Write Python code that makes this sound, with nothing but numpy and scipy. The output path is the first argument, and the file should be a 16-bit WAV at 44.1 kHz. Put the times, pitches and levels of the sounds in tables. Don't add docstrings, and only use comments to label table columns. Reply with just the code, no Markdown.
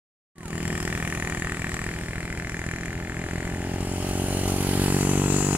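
import sys
import numpy as np
from scipy import signal
from scipy.fft import rfft, irfft, next_fast_len
from scipy.io import wavfile
from scipy.ndimage import uniform_filter1d

SR = 44100
rng = np.random.default_rng(int(sys.argv[2]) if len(sys.argv) > 2 else 0)


def to_wav(sig):
    pcm = np.clip(np.atleast_2d(sig), -1, 1) * 32767
    pcm = np.round(pcm).astype(np.int16)
    wavfile.write(sys.argv[1], SR, pcm.T)


N = 245637
TIME = np.arange(N) / SR
START_S = 0.35
LAG_S = 0.000078


def gain_of(db):
    return 10 ** (np.asarray(db) / 20)


def evened(x):
    return x / np.sqrt(np.mean(x ** 2) + 1e-20)


def at_pitch(table, hz):
    f, value = np.transpose(table)
    return np.interp(np.log(hz + 1), np.log(f + 1), value)


def curves(table):
    times, *columns = np.transpose(table)
    return [np.interp(TIME, times, column) for column in columns]


def ramp(start_s, end_s):
    return np.clip((TIME - start_s) / (end_s - start_s), 0, 1)


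def firings(rate, head_start, jitter_s):
    cycles = head_start + np.cumsum(curves(rate)[0] * (TIME > START_S)) / SR
    at = np.flatnonzero(np.diff(np.floor(cycles)))
    jitter = (jitter_s * SR * rng.standard_normal(len(at))).astype(int)
    return np.clip(at + jitter, 0, N - 1)


def clicks(at, spread_db):
    x = np.zeros(N)
    x[at] = gain_of(spread_db * rng.standard_normal(len(at)))
    return x


def trail(x, decay_s):
    return signal.lfilter([1], [1, -np.exp(-1 / (decay_s * SR))], x)


def thump(kicks, pipe, puff_s):
    puffs = signal.oaconvolve(kicks, signal.windows.gaussian(401, puff_s * SR), "same")
    t = np.arange(SR // 8) / SR
    ring = sum(gain_of(db - 60 * t / t60) * np.cos(2 * np.pi * hz * t) for hz, db, t60 in pipe)
    swing_back = np.exp(-t / 0.0012)
    ring -= ring.sum() * swing_back / swing_back.sum()
    return evened(signal.oaconvolve(puffs, ring)[:N])


def crack(at, tip, roughness, spread_db):
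    t, out = np.arange(2000) / SR, np.zeros(N)
    strength = clicks(at, spread_db=0.9)
    swirl = trail(strength, 0.0018) * rng.standard_normal(N)
    attack = 1 - np.exp(-t / 0.00056)
    for hz, db, t60 in tip:
        front = evened(strength * clicks(at, spread_db)) + roughness * evened(swirl)
        ring = gain_of(db - 60 * t / t60) * attack * np.sin(2 * np.pi * hz * t)
        out -= signal.oaconvolve(front, ring)[:N]
    return evened(out)


# f/Hz, likeness/0-1
LIKENESS = [(30, .88), (80, .93), (150, .99), (300, .98), (450, .8), (1200, .8), (2000, .75), (3300, .5),
            (5500, .6), (8000, .4), (12000, .2)]


def stereo_noise(left_db, right_db, patchy_db, size):
    hz = np.fft.rfftfreq(size, 1 / SR)[:, None]
    a, b, c, d, patches = rng.standard_normal((N // (size // 4) + 5, size // 2 + 1, 5)).T
    patches = uniform_filter1d(patches, size // 100, 0)
    patches = evened(uniform_filter1d(patches, 36000 // size, 1))
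    alike = at_pitch(LIKENESS, hz)
    left = a + 1j * b
    right = alike * np.exp(2j * np.pi * hz * LAG_S) * left + np.sqrt(1 - alike ** 2) * (c + 1j * d)
    spectra = np.array([left, right]) * gain_of(np.array([left_db, right_db]) + patchy_db * patches)
    x = signal.istft(spectra, nperseg=size, noverlap=size * 3 // 4)[1][:, :N]
    return x / np.sqrt(np.mean(x.mean(0) ** 2))


# f/Hz, relative level/dB
HISS_LEFT = [(1500, -6.5), (2300, -16.5), (2900, -1.5), (3600, -9.5), (4500, -10), (5400, -7.5), (6500, 0),
             (7500, 5), (8800, -5), (10500, -22), (13000, -20.5), (15800, -25)]
HISS_RIGHT = [(2000, -5), (3200, -12.5), (4200, -9), (6000, -4), (8000, -7), (10000, 0.5), (12000, -8),
              (14000, -12.5), (15800, -14)]


def hiss(level_db, lift_db, nearest_s, spacing_hz, widen_hz_per_s, bounce):
    hz = np.fft.rfftfreq(256, 1 / SR)[:, None]
    frames = np.minimum(np.arange(N // 64 + 5) * 64, N - 1)
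    notch_gap_hz = spacing_hz + widen_hz_per_s * abs(TIME[frames] - nearest_s)
    echo = bounce * np.exp(-(hz / 10700) ** 2 - 2j * np.pi * hz / notch_gap_hz)
    dulling_db_per_khz = 0.0334 * (-30.5 - level_db[frames])
    path_db = 20 * np.log10(abs(1 + echo)) - dulling_db_per_khz * (hz / 1000 - 8)
    left_lift_db = lift_db[frames] * np.exp(-((hz - 7200) / 1480) ** 2)
    left_db = at_pitch(HISS_LEFT, hz) + path_db + left_lift_db
    right_db = at_pitch(HISS_RIGHT, hz) + path_db
    return stereo_noise(left_db, right_db, patchy_db=2.2, size=256)


def scooter(at, levels, drift, sides, echo, puff_s, crack_delay_s, roughness, spread_db, leap, leap_s):
    crack_db, thump_db, hiss_db = curves(levels)
    pan_db, lift_db = curves(drift)
    later = np.minimum(at + round(crack_delay_s * SR), N - 1)
    kicks = clicks(at, spread_db=0.74)
    thumps = sum(share * thump(kicks, pipe, puff_s) for share, pipe, _ in sides)
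    cracks = sum(share * crack(later, tip, roughness, spread_db) for share, _, tip in sides)
    exhaust = gain_of(crack_db) * cracks + gain_of(thump_db) * thumps
    bursts = uniform_filter1d(trail(clicks(later, spread_db=3.66), leap_s), 60)
    hiss_gain = evened(1 + leap * bursts) * gain_of(hiss_db + np.array([pan_db, -pan_db]) / 2)
    return exhaust, hiss_gain * hiss(hiss_db, lift_db, **echo)


# t/s, f/Hz
LEAVING_RATE = [(.35, 40.65), (.9, 40.23), (1.3, 40.44), (1.7, 40.58), (2.1, 41.31), (2.7, 41.4),
                (3.2, 42.13), (3.8, 42.51)]
# t/s, crack level/dB, thump level/dB, hiss level/dB
LEAVING_LEVELS = [(.6, -39.5, -28.5, -40), (.8, -36.5, -31, -40.5), (1.02, -34, -32.5, -40.5),
                  (1.3, -34.5, -34.5, -41.5), (1.55, -36, -35, -44), (1.75, -34, -36, -44),
                  (2, -41.5, -35.5, -45), (2.3, -37, -38, -51.5), (2.65, -38.5, -37, -46.5),
                  (3.05, -41, -39, -57), (3.45, -41, -38, -53), (3.75, -48, -42, -56.5),
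                  (4.3, -77, -46, -53)]
# t/s, left over right/dB, lift near 7 kHz on the left/dB
LEAVING_DRIFT = [(.7, 4.5, -4), (1.3, 3.5, -1), (3.3, 2.5, 4)]
# f/Hz, relative level/dB, time to fade 60 dB/s
LEAVING_PIPE = [(81, -6, 0.069), (174.2, 3.5, 0.077), (232, -2.5, 0.023), (334, -1, 0.053),
                (720, 7.5, 0.0059)]
LEAVING_TIP = [(497, -23, 0.023), (788, -8.5, 0.023), (1263, -2.5, 0.014), (1550, 8.5, 0.0067),
               (1826, 9, 0.013), (2010, 2.5, 0.011), (2280, -2, 0.018), (4000, -15, 0.014)]
TURNED_TIP = [(702, -13, 0.028), (1545, -3.5, 0.0091), (1802, 8.5, 0.0091), (2028, 3.5, 0.012),
              (2330, -11.5, 0.038), (4180, -11, 0.009)]


def leaving_scooter():
    turned = ramp(1.86, 1.88)
    sides = [(1 - turned, LEAVING_PIPE, LEAVING_TIP), (turned, LEAVING_PIPE, TURNED_TIP)]
    echo = dict(nearest_s=0.37, spacing_hz=2080, widen_hz_per_s=1460, bounce=0.43)
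    at = firings(LEAVING_RATE, head_start=0.736, jitter_s=0.00007)
    return scooter(at, LEAVING_LEVELS, LEAVING_DRIFT, sides, echo, puff_s=0.00038, crack_delay_s=0.0011,
                   roughness=0.3, spread_db=2.23, leap=3.8, leap_s=0.0024)


# t/s, base f/Hz, relative level/dB at twice the base, the same at three times
WHINE = [(.35, 578, -33, -39), (.41, 547, -39, -54), (.46, 452, -37, -39), (.52, 358, -50, -44),
         (.56, 330, -62, -52)]


def whine():
    hz, second_db, third_db = curves(WHINE)
    on = uniform_filter1d(1. * (TIME > WHINE[0][0]) * (TIME < WHINE[-1][0]), 600)
    phase = 2 * np.pi * np.cumsum(hz) / SR
    tones = gain_of(second_db) * np.sin(2 * phase) + gain_of(third_db) * np.sin(3 * phase)
    return on * tones * gain_of([[-6], [3]])


# t/s, f/Hz
NEARING_RATE = [(.35, 45.44), (1, 45.64), (1.5, 45.43), (1.9, 44.82), (2.3, 43.36), (2.7, 43.13),
                (3.1, 43.26), (3.4, 44.06), (3.7, 44.76), (4, 46.04), (4.3, 46.41), (4.6, 47.02),
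                (4.9, 47.23), (5.2, 47.84), (5.57, 48.6)]
# t/s, crack level/dB, thump level/dB, hiss level/dB
NEARING_LEVELS = [(.6, -58, -36.5, -49), (2.3, -57, -40.5, -51), (3, -52, -37, -52),
                  (3.4, -45.5, -32.5, -47.5), (3.8, -45.5, -30, -44), (4.1, -41, -28.5, -36),
                  (4.6, -41, -25.5, -32.5), (4.85, -37, -22.5, -31.5), (5.1, -36.5, -23, -35),
                  (5.35, -37, -23.5, -34.5), (5.57, -36, -24.5, -37.5)]
# t/s, left over right/dB, lift near 7 kHz on the left/dB
NEARING_DRIFT = [(2.6, -2, -3), (3.3, 0.5, -3), (3.8, 4, -11.5), (4.75, 3.5, -15), (4.95, 1.5, -2.5),
                 (5.15, 4.5, -1), (5.4, 5.5, 4.5), (5.57, 6.5, 2.5)]
# f/Hz, relative level/dB, time to fade 60 dB/s
NEARING_PIPE = [(102.6, -0.5, 0.045), (183, 0, 0.026), (278.4, -2.5, 0.031), (365, 0, 0.024),
                (857, 15, 0.015)]
NEARING_TIP = [(631, -6, 0.044), (810, -2, 0.02), (1450, -14, 0.012), (3000, -13, 0.012)]
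PASSED_PIPE = [(97, -7, 0.042), (162, 3.5, 0.047), (283, 8.5, 0.017), (383, -9.5, 0.063), (976, 5, 0.011)]
PASSED_TIP = [(804, 4, 0.014), (975, 5.5, 0.012), (1225, 1.5, 0.015), (1930, 3, 0.0093),
              (2580, -1.5, 0.018)]


def nearing_scooter():
    passed = ramp(4.38, 5.06)
    sides = [(1 - passed, NEARING_PIPE, NEARING_TIP), (passed, PASSED_PIPE, PASSED_TIP)]
    echo = dict(nearest_s=4.52, spacing_hz=2248, widen_hz_per_s=100, bounce=0.3)
    at = firings(NEARING_RATE, head_start=0.192, jitter_s=0.00007)
    return scooter(at, NEARING_LEVELS, NEARING_DRIFT, sides, echo, puff_s=0.0004, crack_delay_s=0.00057,
                   roughness=0.19, spread_db=1.4, leap=0.58, leap_s=0.012)


# t/s, f/Hz
IDLING_RATE = [(.35, 14.2), (1.5, 14.06), (2.5, 13.96), (3.5, 13.95), (4.5, 13.83), (5.57, 14.03)]
# f/Hz, relative level/dB, time to fade 60 dB/s
IDLING_PIPE = [(27.7, -5, 0.13), (58.8, 9, 0.09), (69, -32, 0.13), (105, -1.5, 0.39), (115.5, 4, 0.21),
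               (147, -42, 0.041)]


def idling_engine():
    at = firings(IDLING_RATE, head_start=0.43, jitter_s=0.0004)
    return -gain_of(-38) * thump(clicks(at, spread_db=0.8), IDLING_PIPE, puff_s=0.0014)


# t/s, level/dB
TYRE_LEVELS = [(.6, -43), (1.9, -43.5), (2.5, -47), (3.2, -44), (5, -39), (5.57, -39.5)]
# f/Hz, relative level/dB
TYRE_COLOUR = [(25, -6), (60, -9), (170, -8), (300, -10), (480, -16), (700, -13), (1000, -15), (1750, -16),
               (3000, -21), (6000, -35), (12000, -55)]


def tyres():
    hz = np.fft.rfftfreq(1024, 1 / SR)[:, None]
    colour_db, tilt_db = at_pitch(TYRE_COLOUR, hz), at_pitch(PORT_BALANCE, hz) / 2
    rush = stereo_noise(colour_db + tilt_db, colour_db - tilt_db, patchy_db=0.68, size=1024)
    return gain_of(curves(TYRE_LEVELS)[0]) * rush


# f/Hz, left over right/dB
PORT_BALANCE = [(160, 0), (270, .8), (450, 2), (740, -2), (1220, 2), (2000, 4), (3300, 6), (5500, 4.5),
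                (9000, 2), (15000, -6)]


def ports(x):
    size = next_fast_len(N)
    hz = np.fft.rfftfreq(size, 1 / SR)
    left = gain_of(at_pitch(PORT_BALANCE, hz) / 2) * np.exp(-1j * np.pi * hz * LAG_S)
    return irfft(rfft(x, size) * np.array([left, 1 / left]), size)[:, :N]


def hillside(x, fade_s):
    length = SR // 4
    echoes = np.zeros((2, length))
    at = np.arange(60, length - 20, 20) + rng.integers(0, 20, (2, (length - 61) // 20))
    np.put_along_axis(echoes, at, rng.choice([-1., 1.], at.shape), 1)
    echoes *= gain_of(-60 * np.arange(length) / SR / fade_s)
    echoes = signal.lfilter(*signal.butter(3, 450, "high", fs=SR), echoes / np.linalg.norm(echoes[0]))
    return signal.oaconvolve(x[None], echoes, axes=1)[:, :N]


def scene():
    leaving, leaving_hiss = leaving_scooter()
    nearing, nearing_hiss = nearing_scooter()
    exhausts = leaving + nearing + idling_engine()
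    echoes = gain_of(-8.5) * hillside(exhausts, fade_s=0.21)
    return ports(exhausts) + echoes + leaving_hiss + nearing_hiss + whine() + tyres()


def record(dry):
    faded = dry * ramp(START_S, 0.67) ** 0.99
    treble_cut = signal.firwin(511, 15800, window=("kaiser", 9), fs=SR)
    return signal.oaconvolve(faded, treble_cut[None], "same")


dry = scene()
out = record(dry)
to_wav(out)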